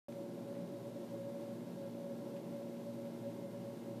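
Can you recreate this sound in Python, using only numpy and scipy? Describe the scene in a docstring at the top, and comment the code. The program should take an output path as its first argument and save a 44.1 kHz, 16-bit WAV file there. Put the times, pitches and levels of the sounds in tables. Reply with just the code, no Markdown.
"""A cooling unit, probably a refrigerator, running steadily in a room that looks out on a parking lot.
Its compressor turns just under mains speed, so its hum beats slowly against the mains hum; the casing
buzzes and ticks faintly. A fan pushes air through a duct with one hollow, fluttering resonance.
Two faint whines and a thin hiss lie behind it all. One microphone, mono, standing in one spot."""
import sys
import numpy as np
from scipy import signal
from scipy.fft import rfft, irfft
from scipy.io import wavfile

SR = 44100
rng = np.random.default_rng(int(sys.argv[2]) if len(sys.argv) > 2 else 0)


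def inscribe(sig):
    """Save sig as 16-bit PCM at rate SR to the path in sys.argv[1].

    A 1-D sig is mono; a 2-D sig holds one channel per row.
    Samples are clipped to [-1, 1] before scaling.
    """
    pcm = np.round(np.clip(np.atleast_2d(sig).T, -1, 1) * 32767)
    wavfile.write(sys.argv[1], SR, pcm.astype(np.int16))


N = 176400
TIME = np.arange(N) / SR

MOTOR_HZ, MAINS_HZ = 58.56, 60
BEAT_CREST_S = .5   # motor and mains hum are in step here
FLUTTER_HZ = 6.6   # how fast the air and the hiss flicker in level


def compressor():
    """Motor partials that waver slightly; the second one beats with the magnetic hum of the mains."""
    # Each row: multiple of the motor's turning rate, level in dB.
    partials = [(2, -62), (3, -60), (4, -52.5), (5, -74.5), (6, -61.5), (12, -88), (13, -81.5), (14, -74.5),
                (15, -74), (16, -73.5), (17, -77), (18, -85), (19, -82), (22, -99), (23, -88.5),
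                (25, -87.5), (28, -87), (32, -90.5), (49, -98), (50, -100), (59, -93), (60, -89),
                (64, -91.5), (65, -89), (69, -90), (73, -90.5), (78, -98)]
    # The beating pair sinks and rises. Each row: time in seconds, level change in dB.
    deep_hum = [(.1, -4), (1.1, 2.5), (1.9, -1), (2.3, -3.5), (2.75, -2.5), (3.05, 2), (3.9, 3)]
    mains_db, waver_spread_db = -66.5, 1.5
    deep_db = in_time(deep_hum)
    hum = tone(2 * MAINS_HZ, mains_db + deep_db)
    for order, db in partials:
        waver_db = waver_spread_db * drift(rate_hz=1.8)
        phase = rng.random()
        if order == 2:
            hum += tone(order * MOTOR_HZ, db + deep_db)
        else:
            hum += tone(order * MOTOR_HZ, db + waver_db, phase)
    return hum


def casing_buzz():
    """The casing buzzes in a comb of weak, uneven high partials locked to the motor."""
    # Each row: frequency in Hz, typical level in dB of a partial there.
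    outline = [(1200, -99), (2300, -104), (2900, -101), (3500, -100), (4500, -102), (6000, -107)]
    scatter_db = 3.5
    return sum(tone(hz, at_hz(outline, hz) + scatter_db * rng.standard_normal(), rng.random())
               for hz in MOTOR_HZ * np.arange(20, 100))


def fan():
    """The fan drives a low rush of air with a few steady tones."""
    # Each row: frequency in Hz, level of the rush in dB per Hz.
    air_spectrum = [(25, -91), (50, -104), (80, -104), (105, -88.5), (125, -84), (145, -78.5), (205, -75),
                    (255, -76), (290, -74.5), (355, -75.5), (420, -78.5), (470, -80), (515, -84.5),
                    (620, -89), (780, -90), (900, -95), (1080, -94), (1190, -105), (1500, -104),
                    (1900, -110), (3000, -122)]
    # Each row: pitch in Hz, level in dB.
    fan_tones = [(132.9, -64), (336.7, -69), (622.8, -79.5)]
    rush = fluttering_noise(air_spectrum, flutter_db=.68)
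    return rush + sum(tone(hz, db, rng.random()) for hz, db in fan_tones)


def air_rumble():
    """The low rush thickens briefly in a narrow band, now lower, now higher."""
    # Each row: peak time in seconds, length in seconds, band centre in Hz, peak level in dB.
    swells = [(0.276, 0.078, 177, -68), (.67, .09, 176, -51), (0.755, 0.13, 239, -52.5),
              (1.026, .09, 349.9, -56), (1.661, 0.079, 239.8, -46), (1.748, 0.14, 177.9, -50),
              (2.47, .2, 200.4, -59.5), (3.301, .08, 252.9, -53.5), (3.503, .13, 194.9, -54),
              (3.888, .16, 180, -56.5)]
    width_hz = 19.4
    rumble = np.zeros(N)
    for peak_s, length_s, hz, db in swells:
        band = rms_one(noise(lambda f: 1 / (1 + (2 * (f - hz) / width_hz) ** 4)))
        rumble += from_db(db) * swell(peak_s, length_s) * band
    return rumble


def duct():
    """Turbulence keeps the duct and panels ringing, so each resonance flutters."""
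    # Each row: resonance in Hz, width in Hz, level in dB.
    modes = [(564, 37, -59), (350.4, 4.6, -65.5), (674.4, 11, -72), (1358, 33, -81), (1637, 42, -82)]
    return sum(from_db(db) * ringing(hz, width_hz) for hz, width_hz, db in modes)


def duct_whistle():
    """The airflow half sustains a hollow tone on the main duct resonance, in swells of varying pitch."""
    # Each row: peak time in seconds, length in seconds, peak level in dB, pitch in Hz.
    swells = [(0.072, 0.052, -47, 565), (0.184, .065, -45.5, 558.7), (.235, 0.046, -47.5, 559),
              (0.308, 0.034, -51, 566.8), (0.381, 0.022, -49, 563), (0.433, .05, -57, 557.1),
              (0.492, 0.058, -47, 560), (0.603, 0.092, -49, 565), (0.686, .025, -54, 560),
              (0.746, 0.054, -48, 560), (0.87, .05, -49, 562), (.92, 0.017, -50.5, 564),
              (.97, 0.029, -46.5, 562), (1.015, 0.053, -50.5, 558), (1.06, 0.03, -52, 557),
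              (1.134, 0.057, -46, 564), (1.21, .05, -45.5, 557.7), (1.285, 0.079, -46, 559),
              (1.361, .05, -47, 565), (1.425, 0.049, -47, 563.7), (1.511, .07, -47, 560.6),
              (1.57, 0.035, -59, 571.5), (1.678, 0.028, -51.5, 568), (1.788, 0.058, -47.5, 555.5),
              (1.865, 0.064, -47, 558), (2.001, 0.093, -49.5, 563), (2.069, 0.048, -46, 561),
              (2.116, .06, -46.5, 558), (2.222, .08, -49.5, 564), (2.285, 0.061, -52, 562),
              (2.36, 0.047, -46, 558), (2.48, 0.042, -60, 560.5), (2.56, 0.065, -49, 566),
              (2.606, 0.072, -51.5, 563), (2.664, 0.052, -49.5, 562.7), (2.745, 0.057, -50, 559),
              (2.8, 0.037, -53.5, 565), (2.89, 0.063, -48.5, 565.8), (3.006, 0.048, -49.5, 556),
              (3.068, 0.058, -46.5, 559.6), (3.15, 0.043, -59, 558), (3.27, 0.062, -46, 563.3),
              (3.385, 0.027, -51.5, 562.5), (3.452, .045, -46.5, 555), (3.554, 0.065, -49, 564.6),
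              (3.683, 0.081, -47.5, 561), (3.884, 0.069, -48.5, 561), (3.938, 0.038, -55.5, 565.5)]
    rest_db, wander_hz = -60, 3.27
    swell_power = sum((from_db(db) * swell(peak_s, length_s)) ** 2 for peak_s, length_s, db, _ in swells)
    power = from_db(rest_db) ** 2 + swell_power
    pitch = in_time([(peak_s, hz) for peak_s, _, _, hz in swells])
    pitch += wander_hz * drift(rate_hz=27.4)
    return np.sqrt(2 * power) * np.sin(2 * np.pi * np.cumsum(pitch) / SR)


def whine():
    """Two faint, high resonances, each swelling once towards the end."""
    # Each row: pitch in Hz, width in Hz, steady level in dB, then the swell's
    # peak time in seconds, length in seconds and rise in dB.
    modes = [(2105, 51, -81.5, 3.33, .45, 4.5), (2890, 54, -92, 3.573, 0.3, 11)]
    return sum(from_db(db + rise_db * swell(peak_s, length_s)) * ringing(hz, width_hz)
               for hz, width_hz, db, peak_s, length_s, rise_db in modes)


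def casing_ticks():
    """The casing ticks softly: short bursts of noise in the upper middle range."""
    # Each row: start in seconds, peak level in dB per Hz ahead of the filters, decay in seconds.
    ticks = [(.124, -89, 0.0023), (.55, -100, .045), (.745, -100, 0.006), (1.826, -101, 0.013),
             (2.364, -96, 0.014), (3.05, -100, 0.022)]
    centre_hz, dull_hz = 1800, 3800
    bursts = sum(from_db(db) * (TIME >= start_s) * np.exp(-abs(TIME - start_s) / decay_s)
                 for start_s, db, decay_s in ticks)

    def colour(f):
        band = 2 * (f / centre_hz) / (1 + 1j * f / centre_hz) ** 2
        return band / (1 + (f / dull_hz) ** 4)

    return bursts * noise(colour)


def hiss():
    """A thin, faint broadband hiss in the background."""
    # Each row: frequency in Hz, level in dB per Hz.
    hiss_spectrum = [(100, -116), (1000, -106), (2500, -105.5), (4000, -106.5), (5500, -109), (7500, -111),
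                     (11000, -112), (14000, -112)]
    return fluttering_noise(hiss_spectrum, flutter_db=.45)


def from_db(db):
    """Decibels to gain."""
    return 10 ** (np.asarray(db) / 20)


def rms_one(x):
    """Scale to an rms of 1."""
    return x / np.sqrt(np.mean(x ** 2) + 1e-30)


def at_hz(points, hz):
    """Read a spectrum table on a log-frequency axis."""
    table = np.array(points)
    return np.interp(np.log(np.maximum(hz, 1)), np.log(table[:, 0]), table[:, 1])


def in_time(rows):
    """Join (seconds, value) points by straight lines."""
    return np.interp(TIME, *np.transpose(rows))


def swell(peak_s, length_s):
    """A smooth rise and fall around a moment; the length is taken at half height."""
    return .5 ** np.minimum((2 * (TIME - peak_s) / length_s) ** 2, 60)


def tone(hz, db, phase=0):
    """A sine of the given rms level; the phase is in turns from the crest of the beat."""
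    return np.sqrt(2) * from_db(db) * np.cos(2 * np.pi * (hz * (TIME - BEAT_CREST_S) + phase))


def noise(gain_at):
    """White noise of unit power per Hz, coloured by a gain that depends on frequency."""
    white = rfft(rng.standard_normal(N))
    hz = np.arange(len(white)) * SR / N
    return irfft(white * gain_at(hz), N) * np.sqrt(SR / 2)


def drift(rate_hz):
    """A random wander with a spread of 1, mostly slower than the given rate."""
    return rms_one(noise(lambda f: (f > 0) / (1 + (f / rate_hz) ** 2)))


def fluttering_noise(spectrum, flutter_db):
    """Noise shaped by a spectrum table, flickering slightly in level."""
    steady = noise(lambda f: from_db(at_hz(spectrum, f)))
    return steady * from_db(flutter_db * drift(FLUTTER_HZ))


def ringing(hz, width_hz):
    """Noise of rms 1 in a narrow resonance whose skirts steepen four widths out."""
    def resonance(f):
        detune = (f - hz) / width_hz
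        return 1 / ((1 + 2j * detune) * (1 + 1j * detune / 4))

    return rms_one(noise(resonance))


def scene():
    """All parts of the machine, heard from one spot in the room."""
    machine = compressor() + casing_buzz() + fan() + air_rumble() + duct() + duct_whistle()
    return (machine + whine() + casing_ticks() + hiss())[None]


def record(dry):
    """The microphone opens after a moment; deep bass and the very top are cut."""
    start_s, fade_s = .0835, .001
    low_cut_hz, high_cut_hz = 57, 14500
    opened = dry * np.clip((TIME - start_s) / fade_s, 0, 1)
    thinned = signal.sosfilt(signal.butter(3, low_cut_hz, "high", fs=SR, output="sos"), opened)
    return signal.sosfilt(signal.ellip(12, .1, 80, high_cut_hz, fs=SR, output="sos"), thinned)


dry = scene()
out = record(dry)
inscribe(out)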